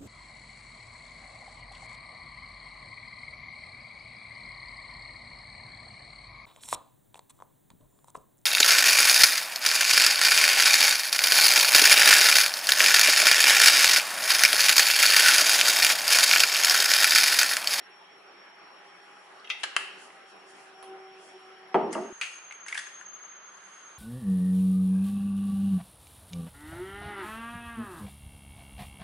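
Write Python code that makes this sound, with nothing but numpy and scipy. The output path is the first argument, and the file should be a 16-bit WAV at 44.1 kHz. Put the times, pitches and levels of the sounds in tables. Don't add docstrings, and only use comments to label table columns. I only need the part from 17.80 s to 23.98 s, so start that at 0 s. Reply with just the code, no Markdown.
import sys
import numpy as np
from scipy import signal
from scipy.io import wavfile
from scipy.ndimage import uniform_filter1d

SR = 44100
rng = np.random.default_rng(int(sys.argv[2]) if len(sys.argv) > 2 else 0)


def magnitude_from_level(level_db):
    exponent = np.asarray(level_db, float) / 20
    return 10 ** exponent


def wav_record(signal):
    frames = np.transpose(np.atleast_2d(signal))
    bounded = np.clip(frames, -1, 1)
    quanta = np.round(bounded * 32767).astype(np.int16)
    wavfile.write(sys.argv[1], SR, quanta)


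N = 272621

SECOND_STARTS_S, FIRST_ENDS_S = 4.106, 4.328

# pitch_hz, level_db_per_hz
FIRST_ROAR = [(18, -85.5), (30, -54), (124, -27.5), (194, -14), (243, -17), (390, -2.5), (478, -9.5),
              (820, -3), (938, -6), (1260, -2.5), (3310, -13), (5190, -25.5), (5680, -18.5), (6500, -39),
              (8450, -84), (14300, -120)]
SECOND_ROAR = [(18, -61), (30, -44), (80, -45), (102, -31), (189, -25), (241, -24.5), (384, -10.5),
               (469, -15.5), (892, -10), (1330, -3.5), (2580, -16), (3300, -15.5), (5610, -27.5),
               (6000, -44), (7800, -114), (13200, -120)]
# pitch_hz, level_db_per_hz
AIR_COLOUR = [(2500, -40), (4500, -1.5), (6500, 1.5), (8000, -1), (10000, -1.5), (10900, -1)]
# pitch_hz, likeness_minus_1_to_1
PORT_LIKENESS = [(60, 0.97), (140, 0.85), (350, 0.62), (830, 0.5), (2000, 0.35), (4820, -0.14),
                 (11600, 0.37)]
# pitch_hz, left_minus_right_db
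PORT_LEAN = [(60, 3), (170, -0.5), (490, -2), (1410, 0.5), (4040, 0), (11600, 1.5)]
# pitch_hz, t60_s
ROOM_DECAY = [(150, 1), (500, 0.69), (1200, 0.5), (2000, 0.69), (3000, 0.73), (4000, 0.75), (6000, 0.53),
              (10000, 0.41)]
# pitch_hz, likeness_0_to_1
ECHO_LIKENESS = [(150, 0.93), (400, 0.9), (900, 0.78), (1800, 0.4), (5000, 0.1), (10000, 0.93)]
# pitch_hz, level_db
MIC_RESPONSE = [(2000, 0), (3300, 1), (3550, -3), (4300, 0), (4800, 0.5), (5600, -3), (7000, -1.5),
                (9000, -2)]
# time_s, low_mode_hz, high_mode_hz
MOAN_PITCH = [(0, 392, 832), (1.5, 392, 815), (2.5, 384, 775), (3.9, 376, 762), (4.33, 376, 762)]
# middle_s, over_idle_flow_db, half_length_s
PIPE_GUSTS = [
    (1.0, 1, 0.4),
    (2.05, 9, 0.12),
    (2.7, 5, 0.61),
    (3.0, 12, 0.037),
    (3.14, 24, 0.15),
    (3.36, 17, 0.14),
    (3.56, 20, 0.024),
    (3.68, 14, 0.12),
    (3.87, 12.5, 0.16),
]
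# time_s, level_db
WHINE_LEVEL = [(0, -60), (1.69, -65), (1.75, -60), (2.27, -71), (2.45, -64), (4.1, -62), (4.33, -74)]
# time_s, level_db
JET_LEVEL = [(4.11, -58), (4.39, -49), (5.15, -48.5), (5.27, -44.5), (5.6, -49.5), (5.95, -53.5),
             (6.18, -49.5)]
# middle_s, peak_db, half_length_s
ARM_RUBS = [(1.07, -70, .04), (1.45, -67.5, 0.34), (1.81, -53, 0.024), (2.23, -50, 0.058),
            (2.33, -62, 0.086), (2.5, -59.5, 0.033), (2.7, -54.5, 0.033), (2.8, -57, 0.1),
            (2.6, -72, 0.066), (3.04, -65, .06), (3.25, -85, .15), (3.46, -54.5, 0.07), (3.62, -70, 0.099),
            (4.2, -56.5, 0.061), (4.33, -63, 0.054), (4.5, -49, 0.11), (4.65, -64, .05), (4.73, -59, 0.033),
            (4.99, -49, .035), (5.07, -54, 0.092), (5.21, -60, 0.036), (5.43, -70.5, 0.13),
            (5.78, -64.5, 0.12), (5.94, -59, 0.15), (6.14, -62.5, 0.17)]
# pitch_hz, width_hz, level_db
COUNTER_MODES = [(202, 28.4, -5.5), (259, 75, -9.5), (372.5, 30.3, 2.5), (490, 62.4, -3), (533, 87, -5.5),
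                 (646, 67, -4), (733, 40.4, -4.5), (812, 58.3, -2), (897, 81.5, -2.5), (1204, 136, -11),
                 (1390, 233, -18.5), (2000, 450, -26), (2910, 620, -33), (6760, 4400, -65)]
GLASS_BASE_MODES = [(224, 72, -9), (280, 27, -10), (372, 47, 3), (545, 200, -14.5), (671, 83, -4.5),
                    (835, 120, -8.5), (917, 88, -8.5), (1127, 210, -11.5), (1340, 770, -23.5)]
# start_s, peak_db, rattle_t60_s, left_minus_right_db
BOTTLE_THUDS = [
    (3.9434, -11.5, 0.074, 0),
    (3.9560, -15.5, 0.062, 0),
    (4.1513, -19.5, 0.064, 0.0073),
    (4.164, -21, 0.068, 0),
    (4.178, -22, 0.05, 0),
]
# pitch_hz, width_hz, level_db
CAP_TOUCH_MODES = [(1240, 150, -12.5), (2060, 110, 1.5), (2650, 234, 1), (2894, 330, -6), (3210, 210, -2.5),
                   (3710, 180, -3), (4500, 420, -16.5), (5880, 570, -14.5), (11000, 820, -29.5)]
CAP_CATCH_MODES = [(854, 780, -15), (1224, 76, -3.5), (1660, 156, -0.5), (2300, 290, -8), (2920, 300, -4.5),
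                   (4180, 490, -9), (5070, 1100, -14.5), (7400, 2500, -17.5), (10100, 1400, -21.5)]
CAP_SHUT_MODES = [(70, 29, -15), (583, 130, -24), (1200, 260, 8.5), (1680, 150, 13), (2110, 360, 4),
                  (2400, 270, -2), (2690, 500, 10.5), (3220, 160, 6), (4000, 240, -28), (6400, 410, -36),
                  (9200, 8000, -11.5)]
# pitch_hz, width_hz, level_db
FLICK_MODES = [(500, 410, 1), (1170, 480, 0.5), (3000, 1300, -10.5), (7500, 1500, -21), (10400, 970, -6.5)]
# pitch_hz, width_hz, level_db
SHELL_MODES = [(940, 68, -30), (1570, 750, -3.5), (2284, 520, 5.5), (2587, 395, 8), (3400, 1030, -4),
               (4320, 760, -7.5), (6340, 730, -6), (8950, 3900, -15.5)]
# start_s, peak_db, rattle_t60_s, left_minus_right_db
BLOWS = [
    (1.6443, -42, 0.084, 0),
    (1.6726, -39.5, .06, 1),
    (1.7009, -19, 0.095, 1),
    (1.8334, -27, 0.094, 16.5),
    (1.8372, -19.5, 0.037, -6),
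    (1.9650, -5, 0.035, .5),
    (3.0266, -37, 0.16, -2),
    (4.4129, -20.5, 0.015, 1),
    (4.4150, -22, 0.24, 1.5),
]
# start_s, peak_db, pitch_hz, treble_against_body_db
SMALL_TICKS = [(1.049, -55, 1720, -17), (1.596, -53.5, 4550, -49), (1.6943, -41, 2430, -14),
               (2.303, -44.5, 2060, -22), (2.4169, -56, 1500, -21), (4.1225, -42, 5230, 1),
               (4.1284, -27, 1940, -1), (4.148, -36.5, 2760, -18), (4.7093, -34, 2300, -28),
               (4.7231, -37.5, 2150, -12.5), (4.8636, -33.5, 1610, -15), (4.8828, -29.5, 2200, -5.5),
               (4.9259, -23, 2060, -20), (4.9455, -29.5, 2280, -4.5), (4.9533, -27.5, 1670, -33),
               (4.9758, -28.5, 3400, -6), (4.9758, -27.5, 1650, -14), (4.9905, -28, 1740, -4.5),
               (5.0698, -38.5, 1570, -23), (5.212, -37, 1640, -22)]


def evened(x):
    return x / np.sqrt(np.mean(x ** 2) + 1e-20)


def read(points, hz):
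    f, value = np.transpose(points)
    return np.interp(np.log(hz + 1), np.log(f + 1), value)


def curves(rows):
    s, *columns = np.transpose(rows)
    return [np.interp(np.arange(N) / SR, s, column) for column in columns]


def swells(rows):
    t = np.arange(0, N + 64, 64) / SR
    edge_db = 10.5
    power = sum(magnitude_from_level(db - edge_db * ((t - s) / half) ** 2) ** 2 for s, db, half in rows)
    return np.interp(np.arange(N) / SR, t, np.sqrt(power))


def panned(pan_db):
    return magnitude_from_level([[pan_db / 2], [-pan_db / 2]])


def pair(count, same):
    a, b = rng.standard_normal((2, count))
    same = np.clip(same, -1, 1)
    return np.array([a, same * a + np.sqrt(1 - same ** 2) * b])


def resonate(x, hz, width):
    turn = np.exp(2j * np.pi * np.cumsum(hz * np.ones(x.shape[-1])) / SR)
    r = np.exp(-np.pi * abs(width) / SR)
    return 2 * (turn * signal.lfilter([1 - r], [1, -r], x / turn)).real


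def noise(spectrum, patchy_db):
    frames, hz = N // 256 + 5, np.fft.rfftfreq(1024, 1 / SR)
    a, b, c, d, patches = rng.standard_normal((frames, 513, 5)).T
    patches = uniform_filter1d(patches, size=10, axis=0)
    patches = evened(uniform_filter1d(patches, size=12, axis=1))
    same = np.clip(read(PORT_LIKENESS, hz), -1, 1)[:, None]
    left = a + 1j * b
    right = same * left + np.sqrt(1 - same ** 2) * (c + 1j * d)
    colour_db = read(spectrum, hz) + read(PORT_LEAN, hz) * np.array([[.5], [-.5]])
    z = np.array([left, right]) * magnitude_from_level(colour_db[..., None] + patchy_db * patches)
    return evened(signal.istft(z, nperseg=1024, noverlap=768)[1][:, :N])


def whistle(hz, width, level_db, same, pan_db, locked=0):
    once = resonate(pair(N, same), hz, width)
    fuzz = evened(resonate(once, hz, width))
    tone = np.sqrt(2) * np.sin(2 * np.pi * np.cumsum(hz * np.ones(N)) / SR)
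    locked = np.clip(locked, 0, 1)
    return magnitude_from_level(level_db) * panned(pan_db) * (np.sqrt(1 - locked) * fuzz + np.sqrt(locked) * tone)


def blow(modes, db, rattle, same=0.41, contact=8.9, passes=1):
    t = np.arange(SR // 5) / SR
    rattling = pair(len(t), same) * magnitude_from_level(-60 * t / abs(rattle))
    drive = np.array([rattling, np.zeros((2, len(t)))])
    drive[..., 0] += contact
    body = 0
    for k, (hz, width, mode_db) in enumerate(modes):
        ring = drive
        for _ in range(passes):
            ring = resonate(ring, hz, width)
        body = body + (-1) ** k * magnitude_from_level(mode_db) * ring
    near, far = body
    far = far * np.linalg.norm(near) / np.linalg.norm(far)
    return magnitude_from_level(db) / abs(near.mean(0)).max() * np.array([near, far])


def add(mix, s, sound, pan_db):
    part = mix[..., round(s * SR):][..., :sound.shape[-1]]
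    part += panned(pan_db) * sound[..., :part.shape[-1]]


def room(x):
    taps = np.zeros((2, SR))
    at = np.arange(250, SR - 20, 20) + rng.integers(0, 20, (2, (SR - 251) // 20))
    np.put_along_axis(taps, at, rng.choice([-1., 1.], at.shape), 1)
    hz, t, z = signal.stft(taps, SR, nperseg=256)
    same = np.clip(read(ECHO_LIKENESS, hz), -1, 1)[:, None]
    z[1] = same * z[0] + np.sqrt(1 - same ** 2) * z[1]
    dying = magnitude_from_level(-60 * t / read(ROOM_DECAY, hz)[:, None])
    tail = signal.istft(z * dying, SR, nperseg=256)[1]
    return signal.fftconvolve(x, tail / np.linalg.norm(tail[0]), axes=1)[:, :N]


def distant_motor():
    return whistle(190, 25, -78.5, 1.0, 0.22)


def first_burner():
    return magnitude_from_level(-52.5) * noise(FIRST_ROAR, patchy_db=2.0) + whistle(3314, 200, -80.5, 0.35, 0.3)


def second_burner():
    return magnitude_from_level(-52.5) * noise(SECOND_ROAR, patchy_db=1.1)


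def pipe_moan():
    flow = np.sqrt(1 + swells(PIPE_GUSTS) ** 2)
    low_hz, high_hz = curves(MOAN_PITCH)
    low = whistle(low_hz, 10, -70.5, 0.8, 0, locked=0.9)
    high = whistle(high_hz, 20, -66.5, 1, 0, locked=0.65)
    return flow * low + flow ** 0.63 * high


def burner_whine():
    tone = whistle(5513, 28, curves(WHINE_LEVEL)[0], 0.2, 0.49, locked=0.51)
    return tone + whistle(11020, 66, -76.0, 0.59, 0.26)


def jet_db():
    flutter_db, span = -0.6, round(0.042 * SR)
    drift = uniform_filter1d(uniform_filter1d(rng.standard_normal(N), span), span)
    return curves(JET_LEVEL)[0] + flutter_db * evened(drift)


def gas_jet():
    core = whistle(6432, 55, jet_db(), 0.45, 1.4)
    skirt = whistle(6364, 200, jet_db() - 15.0, 0.31, 2.1)
    return core + skirt + whistle(10570, 420, -79, 0.46, 0.4)


def rustle():
    first = np.arange(N) / SR < FIRST_ENDS_S
    hiss = magnitude_from_level(np.where(first, -70.5, -81))
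    return (hiss + magnitude_from_level(-2.0) * swells(ARM_RUBS)) * noise(AIR_COLOUR, patchy_db=0.5)


def bottle_on_counter():
    bottle = np.zeros((2, 2, N))
    bodies = [(COUNTER_MODES, 1)] * 2 + [(GLASS_BASE_MODES, 2)] * 3
    for (s, db, rattle, pan_db), (body, passes) in zip(BOTTLE_THUDS, bodies):
        add(bottle, s, blow(body, db, rattle, same=0.87, contact=11.8, passes=passes), pan_db)
    near, far = signal.sosfilt(signal.butter(4, 130, "high", fs=SR, output="sos"), bottle)
    return near + magnitude_from_level(-1.5) * room(far)


def tick(db, hz, treble_db):
    modes = [(hz, 420, 0), (1.7 * hz, 500, -19), (0.67 * hz, 500, -13),
             (5200, 2500, treble_db - 11), (9000, 4000, treble_db - 12.5)]
    rattle_s = 0.017 + 0.068 * magnitude_from_level(treble_db)
    return blow(modes, db, rattle_s, same=0.43, contact=4.7, passes=2)


def tear():
    t = np.arange(N) / SR
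    start_s, end_s, rise_s = 4.86, 4.99, 0.012
    growth_db = 6.5 * np.clip((t - start_s) / (end_s - start_s), 0, 1)
    fade_db = 303 * np.maximum(t - end_s, 0)
    return np.clip((t - start_s) / rise_s, 0, 1) * magnitude_from_level(-48.5 + growth_db - fade_db)


def shell_crunch():
    size_db = 2.7 * np.minimum(rng.exponential(1, (2, N)), 4)
    breaks = (rng.random((2, N)) < 300 / SR) * magnitude_from_level(size_db)
    breaks = breaks + 1.0 * breaks[::-1]
    shell = resonate(breaks, 1700, 360) - magnitude_from_level(-9) * resonate(breaks, 1940, 400)
    shell = shell + magnitude_from_level(-10.5) * resonate(breaks, 2550, 930) - magnitude_from_level(-16.0) * resonate(breaks, 12000, 5100)
    return tear() * magnitude_from_level([[1.5], [-1.5]]) * evened(shell)


def cap_and_shell():
    close = np.zeros((2, 2, N))
    bodies = [CAP_TOUCH_MODES] * 3 + [CAP_CATCH_MODES] * 2 + [CAP_SHUT_MODES, FLICK_MODES] + [SHELL_MODES] * 2
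    for k, ((s, db, rattle, pan_db), body) in enumerate(zip(BLOWS, bodies)):
        passes = 2 if k < 2 else 1
        add(close, s, blow(body, db, rattle, passes=passes), pan_db)
    for s, db, hz, treble_db in SMALL_TICKS:
        add(close, s, tick(db, hz, treble_db), 1.5)
    high_pass = signal.butter(2, 450, "high", fs=SR, output="sos")
    near, far = signal.sosfilt(high_pass, close + shell_crunch())
    return near + magnitude_from_level(-11.5) * close[0] + magnitude_from_level(-5.5) * room(far)


def scene():
    t = np.arange(N) / SR
    overlap = np.clip((t - SECOND_STARTS_S) / (FIRST_ENDS_S - SECOND_STARTS_S), 0, 1)
    first_gain = magnitude_from_level(-6 * overlap) * np.clip((FIRST_ENDS_S - t) / 0.00051, 0, 1)
    second_gain = np.clip((t - SECOND_STARTS_S) / 0.0015, 0, 1)
    first = first_burner() + pipe_moan() + burner_whine() + bottle_on_counter()
    second = second_burner() + gas_jet()
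    return distant_motor() + first_gain * first + second_gain * second + rustle() + cap_and_shell()


def band_limit(x):
    return signal.sosfilt(signal.butter(12, 12180, fs=SR, output="sos"), x)


def record(dry):
    hz, t, z = signal.stft(dry, SR, nperseg=1024)
    z = z * magnitude_from_level(read(MIC_RESPONSE, hz))[:, None]
    power = uniform_filter1d((abs(z) ** 2).mean(0), size=12, axis=0)
    power = uniform_filter1d(power, size=2, axis=1)
    faint = (power < magnitude_from_level(-101) ** 2) & (hz > 5000)[:, None]
    gated = signal.istft(z * ~faint, SR, nperseg=1024)[1][:, :N]
    band = signal.firwin(511, 11080, window=("kaiser", 9), fs=SR)
    limited = signal.oaconvolve(gated, band[None], "same")
    return band_limit(limited)


dry = scene()
out = record(dry)
wav_record(out)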